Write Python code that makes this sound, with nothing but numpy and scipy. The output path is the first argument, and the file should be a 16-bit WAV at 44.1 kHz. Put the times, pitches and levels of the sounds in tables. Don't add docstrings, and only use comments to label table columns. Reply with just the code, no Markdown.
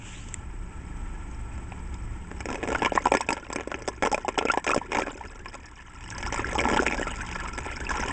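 import sys
import numpy as np
from scipy import signal
from scipy.fft import rfft, irfft
from scipy.io import wavfile

SR = 44100
rng = np.random.default_rng(int(sys.argv[2]) if len(sys.argv) > 2 else 0)


def persist_wave(psi):
    counts = np.round(np.clip(psi, -1, 1) * 32767).astype(np.int16)
    wavfile.write(sys.argv[1], SR, np.atleast_2d(counts).T)


N = 358091
TIME = np.arange(N) / SR

# time in seconds, level in dB, deep gurgle relative to it in dB.
FLOW = [(2.2, -58, -7), (2.5, -53.5, 12.5), (2.7, -43, 9.5), (2.9, -39, -4.5), (3.3, -47, 2),
        (3.65, -48, 2.5), (3.98, -51, 1), (4.45, -46.5, -2.5), (4.82, -48.5, -2), (5.0, -38, 4.5),
        (5.15, -46.5, 2.5), (5.55, -48, -4.5), (5.87, -52, -14.5), (6.3, -36.5, -6.5), (6.72, -35.5, 6),
        (7.28, -37.5, -11), (7.73, -38.5, -5), (8.1, -32.5, 1)]
# frequency in Hz, relative level in dB per Hz.
THUD = [(60, -12), (150, -11), (300, -0.5), (520, 0.5), (720, -6.5), (1100, -13.5), (2500, -39.5)]
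SLAP = [(300, -27), (650, -7), (900, 1), (1150, -8), (1700, -0.5), (2600, -1.5), (3400, -12.5),
        (4200, -22.5), (6000, -66)]
SPRAY = [(2000, -28), (3500, -3), (4200, -12.5), (5100, -2), (6100, -5.5), (7300, -1.5), (8200, -8),
         (9000, -4.5)]


def gain_of(db):
    return 10 ** (np.asarray(db) / 20)


def evened(x):
    return x / np.sqrt(np.mean(x ** 2) + 1e-20)


def curve(rows):
    s, *columns = np.transpose(rows)
    return [np.interp(TIME, s, c) for c in columns]


def add(mix, s, sound):
    part = mix[max(0, round(s * SR)):][:len(sound)]
    part += sound[:len(part)]


def wander(hz):
    hz_axis = np.fft.rfftfreq(N, 1 / SR)
    spectrum = rfft(rng.standard_normal(N)) * np.exp(-(hz_axis / hz) ** 2)
    return evened(irfft(spectrum, N))


def in_pipe(x, spectrum, share, size=4096):
    # resonance in Hz, width in Hz, full lift in dB.
    resonances = [(900, 240, 13), (1337.5, 82, 14.5), (1705, 82, 9.5), (2300, 520, 4.5), (3155, 240, 4),
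                  (5205, 300, 4.5), (8000, 260, 11)]
    hz = abs(np.fft.fftfreq(size, 1 / SR))
    f, db = np.transpose(spectrum)
    db = np.interp(np.log(hz + 1), np.log(f), db)
    lifts = sum(lift / (1 + (2 * (hz - centre) / width) ** 2) for centre, width, lift in resonances)
    log_gain = np.log(gain_of(db + share * lifts))
    response = np.exp(np.conj(signal.hilbert(log_gain)))
    taps = np.fft.ifft(response).real[:size // 2]
    return signal.oaconvolve(x, taps / np.linalg.norm(taps))[:N]


def bubble(hz, ring, rise, onset):
    age = np.arange(0, 8, 1 / (max(ring, 1 / 2000) * SR))
    swing = (1 - np.exp(-age / onset)) ** 2 * np.exp(-age)
    cycles = hz * ring * (age + rise * age ** 2)
    return swing / swing.max() * np.sin(2 * np.pi * cycles)


def spatter(decay, swell):
    t = np.arange(1, SR // 30) / SR
    grain = rng.standard_normal(len(t))
    spiky = grain * abs(grain)
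    burst = spiky * (1 - np.exp(-t / swell)) * np.exp(-t / decay)
    return burst / np.linalg.norm(burst)


def gulp_splats(count=12):
    # start in seconds, length in seconds (under half a gap: one splat), thud, slap and spray in dB.
    gulps = [(.286, 0.0023, -50, -56, -47), (1.578, 0, -53, -45, -54), (1.72, 0.0064, -44, -37.5, -71),
             (1.942, 0, -68, -60, -47), (2.314, 0.00031, -32.5, -38.5, -50.5),
             (2.405, 0.0064, -39, -32, -39.5), (2.456, 0, -29, -31, -38), (2.487, 0.068, -32.5, -32, -42.5),
             (2.629, 0.007, -26.5, -30, -46.5), (2.675, 0.083, -28, -29.5, -42.5),
             (2.821, 0.0087, -22.5, -25.5, -42), (2.848, 0.011, -23, -19.5, -34.5),
             (2.92, 0.00049, -20, -32.5, -55), (2.952, 0.0075, -25, -29.5, -35.5),
             (3.055, 0.013, -26, -25, -36.5), (3.119, 0.031, -16.5, -23, -36),
             (3.151, 0.019, -39, -24, -33), (3.209, 0, -38, -28.5, -28.5), (3.289, 0.016, -25, -24, -33.5),
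             (3.328, 0, -27, -27, -28), (3.367, 0.01, -40, -33, -59), (3.502, 0, -31, -37, -64),
             (3.528, 0.0048, -37, -30, -31), (3.559, 0.0065, -23.5, -26, -31),
             (3.585, 0.023, -31.5, -33.5, -53), (3.674, 0.0029, -25.5, -40, -47),
             (3.716, 0, -26, -29.5, -45), (3.742, 0, -37, -26, -59), (3.821, 0, -37, -40, -45.5),
             (3.877, 0.008, -24.5, -31, -31.5), (4.024, 0.047, -21.5, -22, -36),
             (4.116, .029, -25, -34, -34.5), (4.178, 0.0037, -26.5, -30.5, -44),
             (4.281, 0.0068, -22, -28.5, -37), (4.343, 0, -41, -42, -55), (4.38, 0.0075, -22.5, -23.5, -31),
             (4.413, 0.012, -30.5, -32, -54), (4.453, 0.0048, -20, -26, -36.5),
             (4.485, .015, -28, -24.5, -49.5), (4.517, 0, -54, -36, -29.5), (4.538, 0, -31, -27, -42),
             (4.574, 0.0033, -19.5, -26.5, -38), (4.643, 0.0015, -47, -31.5, -34),
             (4.666, 0.049, -25, -23.5, -34), (4.745, 0.0014, -22.5, -32, -28),
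             (4.763, .014, -19.5, -31, -40), (4.919, 0.076, -28, -26, -39), (5.019, 0, -25, -27, -56),
             (5.07, .011, -29, -35.5, -55), (5.251, 0.004, -38, -44, -62), (5.458, 0.0059, -48, -34, -65),
             (5.542, 0.0089, -42.5, -38.5, -45), (6.103, 0.0019, -50, -58, -35.5),
             (6.181, 0, -46, -37, -34.5), (6.227, 0.0032, -41, -30, -36), (6.263, 0.0026, -50, -28.5, -39),
             (6.324, .019, -33, -27.5, -31.5), (6.36, 0, -42, -29.5, -37), (6.394, 0, -28, -25.5, -48),
             (6.53, 0, -29, -40, -37), (6.552, 0.005, -27, -34, -37), (6.58, 0.033, -25.5, -27, -37),
             (6.638, .016, -39, -25, -56), (6.686, 0.086, -25.5, -26, -37),
             (6.822, 0.0087, -24, -37, -36.5), (6.864, 0.0066, -25, -25.5, -34.5),
             (6.911, 0.033, -32, -29.5, -40.5), (6.995, 0.019, -24, -34, -44),
             (7.069, 0.0041, -30, -30, -49), (7.313, 0, -50, -34, -41), (7.36, 0.004, -55, -32, -49),
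             (7.578, 0.0079, -34.5, -30.5, -37.5), (7.663, 0.0017, -33, -34, -43),
             (7.804, 0.0039, -34, -37, -43), (7.892, .023, -35, -39, -39.5), (7.958, .13, -40, -35.5, -60)]
    gap_s, jitter, spread_db = .013, .3, 3.5
    rows = []
    for (start, length, *levels), draws in zip(gulps, rng.uniform(-1, 1, (len(gulps), count, 4))):
        gaps = min(round(length / gap_s), count - 1)
        for k, (late, *louder) in enumerate(draws[:gaps + 1]):
            inside = 0 < k < gaps
            s = start + length * (k + inside * jitter * late) / max(gaps, 1)
            splat_levels = np.array(levels) + inside * spread_db * np.array(louder)
            rows.append([s, *splat_levels])
    return np.array(rows)


def stray_splats(count=170):
    part_db, spread_db = (-3, -1, -8), 6
    s, flow_db, deep_db = np.transpose(FLOW)
    when = s[0] + (s[-1] - s[0]) * (np.arange(count) + rng.random(count)) / count
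    chance_db = spread_db * rng.uniform(-1.2, 1, (count, 3))
    levels = np.interp(when, s, flow_db)[:, None] + part_db + chance_db
    levels[:, 0] += np.interp(when, s, deep_db)
    return np.column_stack([when, levels])


def splat_part(times, levels, spectrum, part_db, decay, swell, share, count=61):
    out = np.zeros(N)
    pipe = in_pipe(np.ones(1), spectrum, share)
    bursts = [signal.fftconvolve(spatter(decay, swell), pipe) for _ in range(count)]
    for k, (s, db) in enumerate(zip(times, levels)):
        burst = bursts[k % count]
        unit_rms = np.sqrt(SR / 200) * burst / np.linalg.norm(burst)
        add(out, s, gain_of(db + part_db) * unit_rms)
    return out


def spray_bubbles(hits, ring_db=-1, ring=0.0013, lag=0.0045, count=2):
    out = np.zeros(N)
    for (s, _, _, spray_db), draws in zip(hits, rng.random((len(hits), count, 2))):
        for when, size in draws:
            ping = bubble(4900 + 3300 * size, ring, rise=0.0013, onset=0.68)
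            add(out, s + lag * when, gain_of(spray_db + ring_db) * ping)
    return out


def splats(hits):
    s, thud_db, slap_db, spray_db = hits.T
    thud = splat_part(s, thud_db, THUD, part_db=-0.7, decay=0.0016, swell=0.0002, share=0.27)
    slap = splat_part(s, slap_db, SLAP, part_db=-1.5, decay=0.0016, swell=0.00028, share=0.82)
    spray = splat_part(s, spray_db, SPRAY, part_db=2, decay=0.0012, swell=0.00032, share=1.0)
    return thud + slap + spray + spray_bubbles(hits)


def loud_bubbles(bubble_db=-0.16):
    # time in seconds, level in dB before bubble_db, starting pitch in Hz, ring time in seconds.
    loudest = [(2.6924, -25, 454, 0.0084), (2.7504, -17.5, 1390, .0047), (2.819, -15, 820.7, .0061),
               (2.8577, -19, 2740, .0017), (2.8623, -20, 2260, 0.00095), (2.8657, -15.5, 920, 0.0042),
               (2.9742, -17, 1699, .0043), (2.9761, -6, 912, 0.0018), (3.0579, -8.5, 864, 0.0038),
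               (3.07, -9.5, 827, 0.0025), (3.116, -20, 487, .0073), (3.118, -13, 860, 0.0045),
               (3.139, -22, 375, .005), (3.1481, -10, 864, 0.0025), (3.2064, -17, 880, .0027),
               (3.2863, -21, 890, 0.01), (3.2884, -14, 2390, 0.0015), (3.32, -18, 887.7, 0.0062),
               (4.0364, -18, 796.4, 0.0057), (4.1281, -15.5, 798, 0.0071), (4.1429, -19, 595.2, 0.0054),
               (4.1445, -16, 2300, 0.0024), (4.2473, -20.5, 820.4, 0.0048), (4.3756, -15.5, 865, 0.0054),
               (4.3884, -12.5, 2871, 0.00072), (4.3922, -23, 2436, .0016), (4.4113, -17, 877.8, 0.0031),
               (4.4229, -25, 408, 0.0066), (4.452, -12, 426.8, 0.0049), (4.4696, -25, 2380, 0.0035),
               (4.4977, -20.5, 2490, 0.0051), (4.4979, -14, 1300, 0.0065), (4.5359, -18, 840, .0034),
               (4.5457, -21, 860.6, 0.0044), (4.5734, -13, 818, 0.0023), (4.6767, -12, 2281, 0.00058),
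               (4.6816, -24, 2264, 0.004), (4.697, -16.5, 1211, 0.0033), (4.709, -25, 2438, 0.0087),
               (4.734, -13.5, 1294, 0.0032), (4.7609, -16.5, 575.3, 0.0025), (4.814, -23.5, 893, 0.005),
               (4.9556, -25, 933.6, 0.0055), (4.9861, -13, 846, .0032), (5.2093, -26.5, 872, 0.0063),
               (6.2754, -29, 1282, 0.0066), (6.4442, -17.5, 1520, 0.0026), (6.5549, -17.5, 844, 0.0061),
               (6.586, -17.5, 2924, .0015), (6.5948, -17, 2212, 0.0039), (6.6528, -15, 879, 0.0031),
               (6.6739, -16, 873, 0.0053), (6.7661, -17.5, 851.3, .01), (6.775, -14.5, 2850, .0005),
               (6.792, -10.5, 1426, 0.0021), (6.8658, -8, 1772, 0.00066), (6.8816, -12.5, 2326, .0011),
               (6.9799, -26, 1608, .0097), (7.0282, -20, 1726, .0027), (7.207, -27, 1486, .0043),
               (7.8671, -23.5, 2580, 0.003), (7.9048, -19, 1496, .003), (7.9106, -21.5, 964, 0.0038),
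               (8.0297, -23, 877, 0.0075)]
    out = np.zeros(N)
    for (s, db, hz, ring), climb in zip(loudest, rng.uniform(0.24, 2.3, len(loudest))):
        add(out, s, gain_of(db + bubble_db) * bubble(hz, ring, rise=0.02 * climb, onset=0.19))
    return out


def trapped_bubbles(hits, sizes, lag_s=0.006052, detune=.06, rise=.04, onset=0.36):
    out = np.zeros(N)
    for (s, _, slap_db, _), (kind, late, size, climb) in zip(hits, rng.random((len(hits), 4))):
        hz, db, ring = sizes[int(kind * len(sizes))]
        ringing = bubble(hz * (1 + detune * (2 * size - 1)), ring, rise * climb, onset)
        add(out, s + lag_s * late, gain_of(slap_db + db) * ringing)
    return out


def drops(per_s, spread_db):
    at = rng.random(N) < per_s / SR
    size, sign = rng.exponential(1, N), rng.choice([-1, 1], N)
    out = np.zeros(N)
    out[at] = sign[at] * gain_of(spread_db * np.minimum(size[at], 3))
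    return out


def small_bubbles(low_hz, high_hz, per_s, spread_db, cycles, rise, count=40):
    hits, size = drops(per_s, spread_db), rng.integers(0, count, N)
    pitches = np.geomspace(low_hz, high_hz, count) * rng.uniform(0.98, 1.03, count)
    out = np.zeros(N)
    for k, hz in enumerate(pitches):
        ring = cycles / hz * rng.uniform(0.27, 1.6)
        sound = bubble(hz, ring, rise * rng.uniform(-0.88, 1.87), onset=0.24)
        out += signal.oaconvolve(hits * (size == k), sound)[:N]
    return evened(out)


def droplets(spectrum, per_s, spread_db, decay, share, count=12):
    hits, spot = drops(per_s, spread_db), rng.integers(0, count, N)
    out = sum(signal.oaconvolve(hits * (spot == k), spatter(decay, decay / 2))[:N] for k in range(count))
    return evened(in_pipe(out, spectrum, share))


def churn(hits, churn_db=-10, settle=0.0077):
    kicks = np.zeros(N)
    for s, _, slap_db, _ in hits:
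        add(kicks, s, np.atleast_1d(gain_of(slap_db + churn_db) ** 2))
    return signal.lfilter([1], [1, -np.exp(-1 / (settle * SR))], kicks)


def trickle(hits, tinkle_db=-7, plop_db=-9, patter_db=-9, gurgle_db=-4, fizz_db=-15, ping_db=-15, surge_db=3.0):
    flow_db, deep_db = curve(FLOW)
    flow = gain_of(flow_db + surge_db * wander(34))
    activity = np.sqrt(flow ** 2 + churn(hits))
    tinkle = small_bubbles(875, 3660, per_s=1000, spread_db=6.0, cycles=3.6, rise=0.024)
    plops = small_bubbles(1056, 3500, per_s=130, spread_db=5.0, cycles=6.8, rise=0.03)
    gurgle = small_bubbles(172.6, 780, per_s=280, spread_db=4.5, cycles=1.403, rise=0.043)
    pings = small_bubbles(4640, 9060, per_s=330, spread_db=13.5, cycles=6.0, rise=0.0021)
    patter = droplets(SLAP, per_s=600, spread_db=12.5, decay=0.0014, share=0.73)
    fizz = droplets(SPRAY, per_s=390, spread_db=7, decay=0.0023, share=0.34)
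    layers = [gain_of(tinkle_db) * evened(in_pipe(tinkle, SLAP, share=0.58)),
              gain_of(plop_db) * evened(in_pipe(plops, SLAP, share=0.61)),
              gain_of(gurgle_db + deep_db) * evened(in_pipe(gurgle, THUD, share=0.34)),
              gain_of(ping_db) * evened(in_pipe(pings, SPRAY, share=0.88)),
              gain_of(patter_db) * patter,
              gain_of(fizz_db) * fizz]
    return activity * sum(layers)


def reflections(x, t60):
    t = np.arange(SR // 4) / SR
    sparse = rng.standard_normal(len(t)) * (rng.random(len(t)) < 1 / 10)
    taps = sparse * (t > .002) * gain_of(-60 * t / t60)
    return signal.oaconvolve(x, taps / np.linalg.norm(taps))[:N]


def housing(x, near_db=-13, far_db=-19, notch_hz=4200, notch_width_hz=450):
    x = x + gain_of(near_db) * reflections(x, t60=0.033) + gain_of(far_db) * reflections(x, t60=0.08)
    notched = signal.lfilter(*signal.iirnotch(notch_hz, notch_hz / notch_width_hz, SR), x)
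    return notched + gain_of(-20.0) * (x - notched)


def squeak(width_hz=300, broken_db=3, under=0.64, under_db=-3):
    # time in seconds, pitch of the upper whistle in Hz, level in dB.
    glide = [(0, 2300, -64), (.06, 2570, -53), (.11, 3050, -61), (.145, 3490, -51), (.18, 3740, -57),
             (.22, 4740, -65), (.25, 4760, -69)]
    # time in seconds, hiss level in dB.
    puff = [(0, -54.5), (.08, -43.5), (.2, -47), (.26, -51.5), (.33, -51), (.42, -63)]
    # frequency in Hz, relative level of the hiss in dB per Hz.
    puff_colour = [(1200, -6), (2200, -2), (2800, 5), (3500, -3), (4200, -18), (5500, -8.5), (7500, 3),
                   (8500, -4.5)]
    # frequency in Hz, peak level in dB, ring time in seconds.
    tick_modes = [(2020, -28, 0.0012), (2500, -36, 0.0017), (3380, -38, 0.0013), (5600, -37, .0006),
                  (7500, -21, 0.001), (8000, -18.5, 0.00073)]
    tick_s = .3415
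    hz, db = curve(glide)
    turn = 2 * np.pi * np.cumsum(hz) / SR
    upper = gain_of(broken_db * wander(50)) * evened(wander(width_hz) * np.cos(turn))
    lower = evened(wander(2 * width_hz) * np.cos(under * turn))
    lower = gain_of(under_db + broken_db * wander(50)) * lower
    whistles = gain_of(db) * (upper + lower) * (TIME < glide[-1][0])
    hiss = gain_of(curve(puff)[0]) * in_pipe(rng.standard_normal(N), puff_colour, share=0.25)
    out = whistles + hiss * (TIME < puff[-1][0])
    for mode_hz, mode_db, ring in tick_modes:
        add(out, tick_s, gain_of(mode_db) * bubble(mode_hz, ring, rise=0, onset=0.33))
    return out


def pump(air_db=-41.0, whine_db=-69.0, flutter_db=0.93):
    # time in seconds, gain in dB on the whole background.
    loudness = [(0, -2.5), (.7, -0.5), (1, 2), (2.75, 0.5), (2.95, -4), (3.3, -8), (4.8, -7.5), (5.9, -9.5),
                (6.2, 2.5), (7.2, -0.5), (8.1, 2)]
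    # frequency in Hz, rms in dB before the loudness curve, unsteadiness from 0 to 1.
    tones = [(33.9, -42, 0.52), (59, -44, 0.29), (70.4, -49, 0.9), (110.4, -52, 0.71), (178.7, -53, 0.46)]
    # frequency in Hz, relative level in dB per Hz.
    air_colour = [(15, -4.5), (40, -7), (70, -0.5), (100, -5.5), (140, -12.5), (350, -16), (520, -30),
                  (1300, -31), (2300, -32), (3200, -40), (4200, -53.5), (5200, -47), (6500, -44),
                  (7700, -38), (8500, -45.5)]
    whine_tones = [7989, 8011]
    hum = np.zeros(N)
    for hz, db, loose in tones:
        chance = (wander(3.7) + 1j * wander(3.4)) / np.sqrt(2)
        tone = (1 - loose + loose * chance) * np.exp(2j * np.pi * hz * TIME)
        hum += gain_of(db) * evened(tone.real)
    whine = sum(evened(np.sin(2 * np.pi * hz * TIME + .4 * wander(6))) for hz in whine_tones)
    fluttering = rng.standard_normal(N) * gain_of(flutter_db * wander(39))
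    air = gain_of(air_db) * evened(in_pipe(fluttering, air_colour, share=0.85))
    return gain_of(curve(loudness)[0]) * (hum + gain_of(whine_db) * whine + air)


def scene():
    # pitch in Hz, level relative to the slap in dB, ring time in seconds.
    gulp_sizes = [(378, -2, 0.0042), (520, -4.5, 0.0041), (934, 2, 0.003), (974, 1, 0.0026),
                  (1300, -2, 0.0044), (2300, 2, .002)]
    plink_sizes = [(937, -2, 0.0032), (1300, 7.5, 0.0048), (1520, 5, .004), (1655, 6, 0.0039),
                   (2076, 2, .003), (2860, 3.5, .002)]
    strays, gulps = stray_splats(), gulp_splats()
    hits = np.vstack([strays, gulps])
    plinks = trapped_bubbles(strays, plink_sizes, lag_s=0.0088, detune=0.069, rise=.018)
    trapped = trapped_bubbles(gulps, gulp_sizes, lag_s=0.00505, detune=0.074, rise=.018)
    bubbles = loud_bubbles() + plinks + trapped
    water = housing(trickle(hits) + bubbles + splats(hits))
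    return (pump() + squeak() + water)[None]


def record(dry):
    edge_hz = 8400
    taps = signal.firwin(141, edge_hz, window=("kaiser", 8), fs=SR)
    return signal.oaconvolve(dry, taps[None], "same")


dry = scene()
out = record(dry)
persist_wave(out)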